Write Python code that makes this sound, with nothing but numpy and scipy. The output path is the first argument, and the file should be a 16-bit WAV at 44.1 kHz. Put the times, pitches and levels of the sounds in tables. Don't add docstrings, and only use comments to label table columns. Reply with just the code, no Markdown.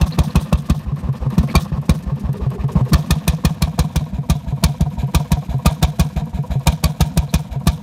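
import sys
import numpy as np
from scipy import signal
from scipy.io import wavfile

SR = 44100
rng = np.random.default_rng(int(sys.argv[2]) if len(sys.argv) > 2 else 0)


def inscribe(sig):
    pcm = np.round(np.clip(np.atleast_2d(sig).T, -1, 1) * 32767)
    wavfile.write(sys.argv[1], SR, pcm.astype(np.int16))


def how_loud(loudness_db):
    steps = np.asarray(loudness_db, float) / 20
    return 10 ** steps


N = 344862

# (time [s], thump [dB], jet [dB], pipe ring at shutting [Hz])
FIRED = [(0.011, -8.5, -24.5, 159), (0.1847, -9, -21.5, 149.6), (0.354, -9.5, -21, 151),
         (0.525, -9.5, -26, 146), (0.6953, -10.5, -26.5, 147), (1.3785, -10, -27.5, 140.6),
         (1.55, -7.5, -18.5, 158), (1.8914, -9.5, -23, 154), (2.9298, -6.5, -17, 151),
         (3.1043, -11, -20.5, 154.4), (3.2757, -11, -19.5, 156), (3.447, -12, -21, 159),
         (3.6185, -12, -21.5, 155), (3.7879, -11, -21, 154), (3.9567, -13, -24, 150),
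         (4.2962, -11, -21.5, 146), (4.6354, -9.5, -19.5, 143), (4.8057, -12, -31.5, 145),
         (5.1446, -9, -19.5, 148), (5.3155, -11.5, -23.5, 146), (5.656, -8.5, -16.5, 148.5),
         (5.8244, -9.5, -19.5, 150), (5.9934, -10, -20, 150), (6.668, -8.5, -16.5, 153.5),
         (6.8361, -11, -19, 151), (7.004, -10.5, -19, 150), (7.1711, -10.5, -23, 143),
         (7.3369, -11.5, -20, 151.5), (7.668, -10, -19.5, 153.5)]
# (time [s], thump [dB], bark [dB], puff [dB], pipe ring [Hz])
MISSED = [(0.862, -21, -23.5, -52, 142.2), (1.031, -21.5, -27, -55, 135), (1.2057, -20.5, -38, -50, 134.3),
          (2.061, -20, -22, -52.5, 141), (2.233, -19.5, -20, -52, 137.5), (2.4062, -20, -43, -47.5, 132.7),
          (2.583, -20, -43, -46.5, 136.5), (4.1254, -22.5, -22.5, -51.5, 142),
          (4.466, -21.5, -24, -49, 138.5), (4.974, -19.5, -21, -45, 136), (5.4846, -20, -20, -45.5, 133.5),
          (6.3296, -21, -26, -47, 142), (6.497, -18, -20.5, -43.5, 135), (7.501, -23, -34, -48.5, 138)]
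# (time [s], thump [dB], bark [dB], puff [dB], pipe ring [Hz])
HALF_BURNT = [
    (1.719, -18, -17, -53, 141),
    (2.754, -12.5, -11.5, -51.5, 130),
    (6.159, -15, -19, -46, 151.4),
]
# (time [s], share facing pipe end [0-1], share behind engine [0-1],
# running noise [dB], fuel pump [dB])
WALK = [(0, 0.15, 0.96, -54, -60), (.8, 0, 0.67, -71, -52.5), (1.3, 0.03, 0.89, -63, -51.5),
        (1.9, 0, 0.57, -60, -52.5), (2.7, 0.12, 0.68, -63, -46.5), (3.2, 0.31, 0, -51, -58),
        (4.2, 1, 0.13, -66, -61.5), (6, 1, 0.13, -59, -54.5), (7.82, 1, 0.3, -88, -61)]
# (time [s], level [dB])
SCAVENGE = [(0, 7.5), (.6, -2.1), (1.4, 5.9), (1.7, 0), (2.8, 5.5), (3.4, 6), (4.2, -0.8), (5.2, 3.1),
            (5.9, 0), (6.5, 3.7), (7.0, -2.2), (7.8, -4)]
# (time [s], level [dB])
INTAKE = [(1.9, -48), (1.958, -54), (2.194, -44.5), (2.534, -32), (2.784, -36.5), (2.904, -35), (3.0, -46)]
# (time [s], level [dB], pitch
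# [Hz])
CLINKS = [(0.122, -31.5, 4200), (.298, -44, 4200), (1.488, -31.5, 2300), (1.5, -39, 4300),
          (1.988, -51, 11500), (1.899, -33, 1650), (2.25, -47, 1740), (7.1, -56, 2570), (7.29, -41, 4060),
          (.987, -55, 8600), (1.156, -59, 8560), (1.328, -59, 8700)]

# (centre [Hz], width [Hz], level [dB])
THROAT_SIDE = [(370.5, 58, 0.5), (488.4, 51, 0.5), (571, 420, -4), (897, 98, -5), (1059, 120, 0.5),
               (1290, 94, -28)]
THROAT_END = [(486.5, 45, 0), (669.5, 194, 4.5), (941, 92, 3), (1113, 280, -11.5)]
# (centre [Hz], width [Hz], level [dB])
MOUTH_SIDE = [(1200, 36, 13), (1775, 136, 4), (2526, 500, -2.5), (3834, 84, -6), (4200, 180, -13),
              (5550, 240, -12)]
MOUTH_END = [(1638, 150, 2), (2335, 380, 3), (3546, 1200, -4.5), (4100, 350, -2.5), (6840, 1200, -9)]
# (centre [Hz], width [Hz], level [dB])
PUMP = [(9300, 670, 0), (11500, 340, 5), (12000, 690, 3), (14400, 1100, -16)]
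# (frequency [Hz], density [dB per Hz])
BLAST = [(710, -32), (1200, 3), (2020, -21.5), (2320, -7), (3080, -15.5), (3830, 7.5), (4500, -4.5),
         (6720, 5.5), (7660, -12), (9310, 0.5), (10600, -5.5), (14700, -1.5), (16000, -19)]
PUFF = [(710, -35), (1200, -4), (1810, 1.5), (2130, -5.5), (2380, -2), (2590, -1.5), (5020, -6.5),
        (5780, -8), (8000, -12.5), (11800, -8), (16000, -29)]
# (frequency [Hz], t60 [s])
BLAST_T60 = [(1200, 0.077), (3000, 0.14), (7000, 0.037), (15000, 0.042)]
YARD_T60 = [(1200, 1), (4000, 0.55), (15000, 0.076)]
# (frequency [Hz], level [dB], t60 [s])
FLAP = [(497, 10.5, 0.071), (969, 7.5, 0.052), (1076, 4, 0.063)]
IRON = [(1157, 6, 0.058), (1290, -14, 0.042), (1710, 1, 0.037), (2450, 4, 0.057), (2684, 2, 0.021),
        (3560, 2, 0.021), (4200, 2, 0.046), (5510, 0, 0.013), (7180, 0, 0.025)]
CLACK = [(479, -2, 0.075), (712.6, 3, 0.081), (972, 6, 0.03)]

# (at 145 Hz ring [dB], slope [dB per Hz of ring], after a miss [dB],
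# from behind [dB], share of scavenge swing [dB per dB])
RING_RULE = (-23.5, -0.14, 1.5, -1.5, 0.54)
CLACK_RULE = (-33.5, -0.2, -2.6, 0.7, 0.74)
RETURN_RULE = (-41.5, -0.11, 1.5, 6, 0.7)
RETURN_JET_RULE = (-57, -0.2, -5, 11.5, 0.7)

OPEN_FIRED_S, OPEN_MISSED_S = 0.0628, 0.0638
BARK_DB, BARK_PER_THUMP = -11.5, 0.61
THROAT_DB, THROAT_PER_THUMP, THROAT_PER_JET = -19.5, 1.12, 0.37
MISS_THROAT_DB, HALF_THROAT_DB = -17.5, -19
BRIGHT_DB, BRIGHT_BEHIND_DB = -6, -4.5
ECHO_S, ECHO_DB, ECHO_BEHIND_DB, ECHO_BARK_DB = 0.046, -27, 17.5, -12
SWELL_BEHIND_S = 0.02
CRACK_DB, CRACK_T60_S, HALF_PUFF_DB = 5.5, 0.031, 5.5
IRON_PITCH_SPREAD = 0.043
BARK_HZ, BARK_SAG_HZ_PER_S = 169.3, 1320


def rms_one(x):
    return x / np.sqrt(np.mean(x ** 2) + 1e-20)


def at_hz(points, hz):
    table_hz, values = np.array(points).T
    return np.interp(np.log(hz), np.log(table_hz), values)


def at_s(rows, s, column):
    rows = np.array(rows)
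    return np.interp(s, rows[:, 0], rows[:, column])


def add(out, s, wave):
    i = int(round(s * SR))
    wave = wave[max(-i, 0):max(N - i, 0)]
    out[max(i, 0):max(i, 0) + len(wave)] += wave


def gusts(times_s, levels_db, rise, hold, t60):
    u = np.arange(int((hold + t60) * SR)) / SR
    shape = (1 - np.exp(-(u / rise) ** 2)) * how_loud(-120 * np.maximum(u - hold, 0) / t60)
    out = np.zeros(N)
    for s, db in zip(times_s, levels_db):
        add(out, s, how_loud(2 * db) * shape)
    return out


def flutter(rate_hz, depth_db):
    r = np.exp(-2 * np.pi * rate_hz / SR)
    slow = signal.lfilter([1], [1, -2 * r, r * r], rng.standard_normal(N + 9000))[9000:]
    return how_loud(depth_db * rms_one(slow))


def resonant(modes, twice=False):
    white, out = rng.standard_normal(N), 0
    for k, (hz, width_hz, db) in enumerate(modes):
        r = np.exp(-np.pi * width_hz / SR)
        section = [1 - r, 0, r - 1, 1, -2 * r * np.cos(2 * np.pi * hz / SR), r * r]
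        out = out + (-1) ** k * how_loud(db) * signal.sosfilt([section] * (1 + twice), white)
    return rms_one(out)


def facing_mix(facing, end, side):
    return np.sqrt(facing) * resonant(end, twice=True) + np.sqrt(1 - facing) * resonant(side, twice=True)


def strike(times_s, levels_db, modes, spread_db, spread_hz=0.006):
    out, u = np.zeros(N), np.arange(int(0.1 * SR)) / SR
    for s, db in zip(times_s, levels_db):
        for hz, mode_db, t60 in modes:
            hz = hz * (1 + spread_hz * rng.standard_normal())
            blow_db = db + mode_db + spread_db * rng.standard_normal()
            onset = 1 - np.exp(-u * hz / 5.2)
            add(out, s, how_loud(blow_db - 60 * u / t60) * np.sin(2 * np.pi * hz * u) * onset)
    return out


def openings():
    s, thump_db, jet_db, _ = np.transpose(FIRED)
    force_db = thump_db + 10.5
    bark_db = BARK_DB + BARK_PER_THUMP * force_db
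    throat_db = THROAT_DB + THROAT_PER_THUMP * force_db + THROAT_PER_JET * (jet_db + 21)
    bright_db = BRIGHT_DB + BRIGHT_BEHIND_DB * at_s(WALK, s, column=2)
    fired = np.array([s, thump_db, bark_db, throat_db, jet_db, bright_db])
    s, thump_db, bark_db, puff_db, _ = np.transpose(MISSED + HALF_BURNT)
    rush_db = np.repeat([MISS_THROAT_DB, HALF_THROAT_DB], [len(MISSED), len(HALF_BURNT)])
    return fired, np.array([s, thump_db, bark_db, thump_db + rush_db, puff_db])


def shuttings():
    turns = [(r[0], r[-1], 0) for r in FIRED] + [(r[0], r[-1], 1) for r in MISSED + HALF_BURNT]
    s, hz, missed = np.transpose(sorted(turns))
    s = s + np.where(missed, OPEN_MISSED_S, OPEN_FIRED_S)
    behind, scavenge_db = at_s(WALK, s, column=2), at_s(SCAVENGE, s, column=1)
    causes = np.array([np.ones(len(s)), hz - 145, missed, behind, scavenge_db])
    rules = np.array([RING_RULE, CLACK_RULE, RETURN_RULE, RETURN_JET_RULE])
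    ring_db, throat_db, return_db, jet_db = rules @ causes
    return np.array([s, ring_db, hz, throat_db, return_db, jet_db])


def rumble():
    shake = how_loud(-36) * resonant([(68, 68, -0.6), (139, 85, -1.8)], twice=True)
    return signal.sosfilt(signal.butter(2, 42, "high", fs=SR, output="sos"), shake)


def clinks():
    out = np.zeros(N)
    for s, db, hz in CLINKS:
        width_hz = 450 if hz < 6000 else 160
        power = gusts([s], [db - 3.5], rise=0.0015, hold=0.012, t60=0.05)
        out += np.sqrt(power) * flutter(250, depth_db=3) * resonant([(hz, width_hz, 0)], twice=True)
    return out


def intake():
    s, db = np.transpose(INTAKE)
    shut_s = shuttings()[0]
    stroke = gusts(shut_s + 0.035, 0 * shut_s, rise=0.02, hold=0.07, t60=0.15) + 0.08
    level = how_loud(np.interp(np.arange(N) / SR, s, db, left=-70, right=-70))
    return level * np.sqrt(stroke) * resonant([(377, 70, -1.1), (425, 90, -0.41)], twice=True)


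def pump(pump_db):
    shut_s = shuttings()[0]
    level_db = np.interp(shut_s, np.arange(N) / SR, pump_db)
    uneven_db = 3 * rng.standard_normal((len(shut_s), 2))
    tick = gusts(shut_s + 0.0325, level_db + 3 + uneven_db[:, 0], rise=0.0005, hold=0.002, t60=0.03)
    drop = gusts(shut_s + 0.0686, level_db - 0.5 + uneven_db[:, 1], rise=0.0024, hold=0.016, t60=0.061)
    out = np.sqrt(tick) * (resonant(PUMP) + how_loud(-5) * resonant([(6000, 7000, 0)]))
    return out + np.sqrt(drop) * resonant([(4900, 2700, 1), (11000, 4900, -2.0)])


def throat(facing):
    (fired, missed), shut = openings(), shuttings()
    power = gusts(fired[0] - 0.011, fired[3] - 12, rise=0.0034, hold=0.01, t60=0.046)
    power += gusts(fired[0], fired[3] + 0.5, rise=0.0011, hold=0.0032, t60=0.069)
    power += gusts(fired[0] + 0.0071, fired[3] - 11, rise=0.013, hold=0.0055, t60=0.24)
    power += gusts(missed[0] - 0.005, missed[3], rise=0.0061, hold=0.051, t60=0.11)
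    power += gusts(shut[0] - 0.012, shut[3] - 5, rise=0.003, hold=0.012, t60=0.05)
    power += gusts(shut[0] + 0.031, shut[4] + 0.26, rise=0.023, hold=0.013, t60=0.18)
    mouth = facing_mix(facing, THROAT_END, THROAT_SIDE) + how_loud(-14.5) * resonant([(850, 900, 0)])
    rush = np.sqrt(power + how_loud(-104)) * flutter(37, depth_db=2.5) * mouth

    facing_shut = facing[(shut[0] * SR).astype(int)]
    clack_db = shut[3] + 7 + 10 * np.log10(0.1 + facing_shut)
    flap_db = shut[4] + 2.5 + 10 * np.log10(0.2 + facing_shut)
    blows = strike(shut[0] - 0.009, clack_db, CLACK, spread_db=1.5)
    blows += strike(shut[0] + 0.043, flap_db, FLAP, spread_db=2.0)

    case = gusts(shut[0] + 0.046, shut[4] + 4, rise=0.011, hold=0.028, t60=0.37)
    case += how_loud(8.5) * power + how_loud(-71.5)
    dull = resonant([(187.5, 31, -0.5), (246, 71, -13.0)])
    return rush + blows + np.sqrt(case) * how_loud(-3 * facing) * flutter(23.5, depth_db=3.0) * dull


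def band_share(table, mids_hz):
    power = how_loud(2 * at_hz(table, mids_hz)) * mids_hz
    return power / np.sum(power)


def jet(facing, echo_db, running_db):
    (fired, missed), shut = openings(), shuttings()
    half = np.transpose(HALF_BURNT)
    puff = gusts(missed[0] + 0.0055, missed[4] + 1.2, rise=0.011, hold=0.029, t60=0.17)
    puff += gusts(half[0] + 0.0018, half[3] + HALF_PUFF_DB, rise=0.0022, hold=0.0083, t60=0.08)
    soft = gusts(shut[0] + 0.03, shut[5], rise=0.0036, hold=0.059, t60=0.026)
    soft += gusts(fired[0] - 0.01, fired[4] - 22, rise=0.0085, hold=0.011, t60=0.02)
    soft += how_loud(2 * running_db)
    echo_db = echo_db[(fired[0] * SR).astype(int)]

    edges_hz = np.geomspace(1200, 17000, 12)
    mids_hz = np.sqrt(edges_hz[1:] * edges_hz[:-1])
    white, out = rng.standard_normal((2, N)), 0
    shares = zip(mids_hz, band_share(BLAST, mids_hz), band_share(PUFF, mids_hz))
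    for k, (hz, blast_share, puff_share) in enumerate(shares):
        bandpass = signal.butter(2, edges_hz[k:k + 2], "band", fs=SR, output="sos")
        band = rms_one(signal.sosfilt(bandpass, white[k % 2]))
        level_db = fired[4] + (fired[5] + 3) * np.clip(np.log2(hz / 3500), 0, 1)
        blast = gusts(fired[0] + 0.0019, level_db + 1.4, rise=0.0045, hold=0.0034, t60=at_hz(BLAST_T60, hz))
        blast += gusts(fired[0] + 0.00059, level_db - 18, rise=0.0045, hold=0.0007, t60=at_hz(YARD_T60, hz))
        blast += gusts(fired[0] + ECHO_S, level_db + echo_db, rise=0.0051, hold=0.023, t60=0.14)
        crack = gusts(fired[0] + 0.0018, level_db + CRACK_DB, rise=0.0012, hold=0.0039, t60=CRACK_T60_S)
        beam = how_loud(-24 * (1 - facing) * (hz > 4800))
        gentle = np.sqrt(beam) * soft + 0.6 * beam * puff
        power = blast_share * blast + puff_share * gentle
        out = out + np.sqrt(power) * flutter(30, depth_db=1.8) * band
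        out = out + np.sqrt(blast_share * crack) * band[::-1]

    sing = gusts(fired[0] + 0.002, fired[4] - 6, rise=0.002, hold=0.005, t60=0.09)
    sing += how_loud(-3) * soft + how_loud(3) * puff
    sing += gusts(fired[0] + 0.0011, fired[4] - 19, rise=0.0027, hold=0.0014, t60=0.3)
    out += np.sqrt(sing) * facing_mix(facing, MOUTH_END, MOUTH_SIDE)
    out += strike(fired[0] + 0.003, fired[4] - 3.5, IRON, spread_db=3.5, spread_hz=IRON_PITCH_SPREAD)
    return out * flutter(150, depth_db=2.2)


def thump(u, hz, peak, width):
    return np.exp(-((u - peak) / width) ** 2) * np.sin(2 * np.pi * hz * u)


def pipe_tones(swell_s):
    out, u = np.zeros(N), np.arange(int(0.12 * SR)) / SR
    swing = thump(u, hz=68, peak=0.023, width=0.0122)
    bark = -np.sin(2 * np.pi * (BARK_HZ - BARK_SAG_HZ_PER_S * u / 2) * u)
    bark *= (1 - np.exp(-u / 0.001)) * np.exp(-(u / 0.0155) ** 2)
    pop = np.sin(2 * np.pi * 330 * u) * np.exp(-u / 0.004)
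    for s, thump_db, bark_db, *_ in [*openings()[0].T, *HALF_BURNT]:
        add(out, s - 0.001, how_loud(thump_db + 4.3) * swing)
        add(out, s + 0.0022, how_loud(bark_db + 7) * bark)
        add(out, s + ECHO_S - 0.004, how_loud(bark_db + ECHO_BARK_DB) * bark)
        add(out, s + 0.00033, how_loud(bark_db - 0.5) * pop)

    suck = -thump(u, hz=64, peak=0.024, width=0.015)
    cold_bark = -np.sin(2 * np.pi * 160 * u) * (1 - np.exp(-u / 0.0045)) * np.exp(-(u / 0.0083) ** 2)
    for s, thump_db, bark_db, *_ in MISSED:
        add(out, s - 0.0005, how_loud(thump_db + 6) * suck)
        add(out, s + 0.0049, how_loud(bark_db + 11.5) * cold_bark)

    for s, ring_db, hz, *_ in shuttings().T:
        rise = 0.0013 + np.clip((hz - 140) / 10, 0, 1) * swell_s[int(s * SR)]
        onset = 1 - np.exp(-u / rise)
        late = np.maximum(u - rise, 0)
        fade = 1.016 * np.exp(-(late / (4.92 / hz * 140 / hz)) ** 2) + 0.13 * np.exp(-late / 0.04)
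        fronts = -np.sin(6 * np.pi * hz * u) * onset * np.exp(-u / 0.012)
        add(out, s - 0.77 / hz, how_loud(ring_db - 9) * fronts)
        add(out, s - 0.701 / hz, how_loud(ring_db + 8.5) * np.sin(2 * np.pi * hz * u) * onset * fade)
    return out


def scene():
    s, *columns = np.transpose(WALK)
    facing, behind, running_db, pump_db = [np.interp(np.arange(N) / SR, s, c) for c in columns]
    facing, behind = np.clip(facing, 0, 1), np.maximum(behind, 0)
    echo_db = ECHO_DB + ECHO_BEHIND_DB * behind
    swell_s = SWELL_BEHIND_S * behind ** 2
    mix = rumble() + clinks() + intake() + pump(pump_db)
    mix += throat(facing) + jet(facing, echo_db, running_db) + pipe_tones(swell_s)
    return mix[None]


def band_limit(x):
    return signal.sosfilt(signal.butter(12, 16800, fs=SR, output="sos"), x)


def record(dry):
    x = dry / (1 + (np.abs(dry) / 0.74) ** 5) ** 0.2
    x = 0.6 * x + 0.4 * signal.lfilter(*signal.iirnotch(10300, 9, fs=SR), x)
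    x = signal.sosfilt(signal.cheby2(10, 60, 16864, fs=SR, output="sos"), x)
    return band_limit(x)


dry = scene()
out = record(dry)
inscribe(out)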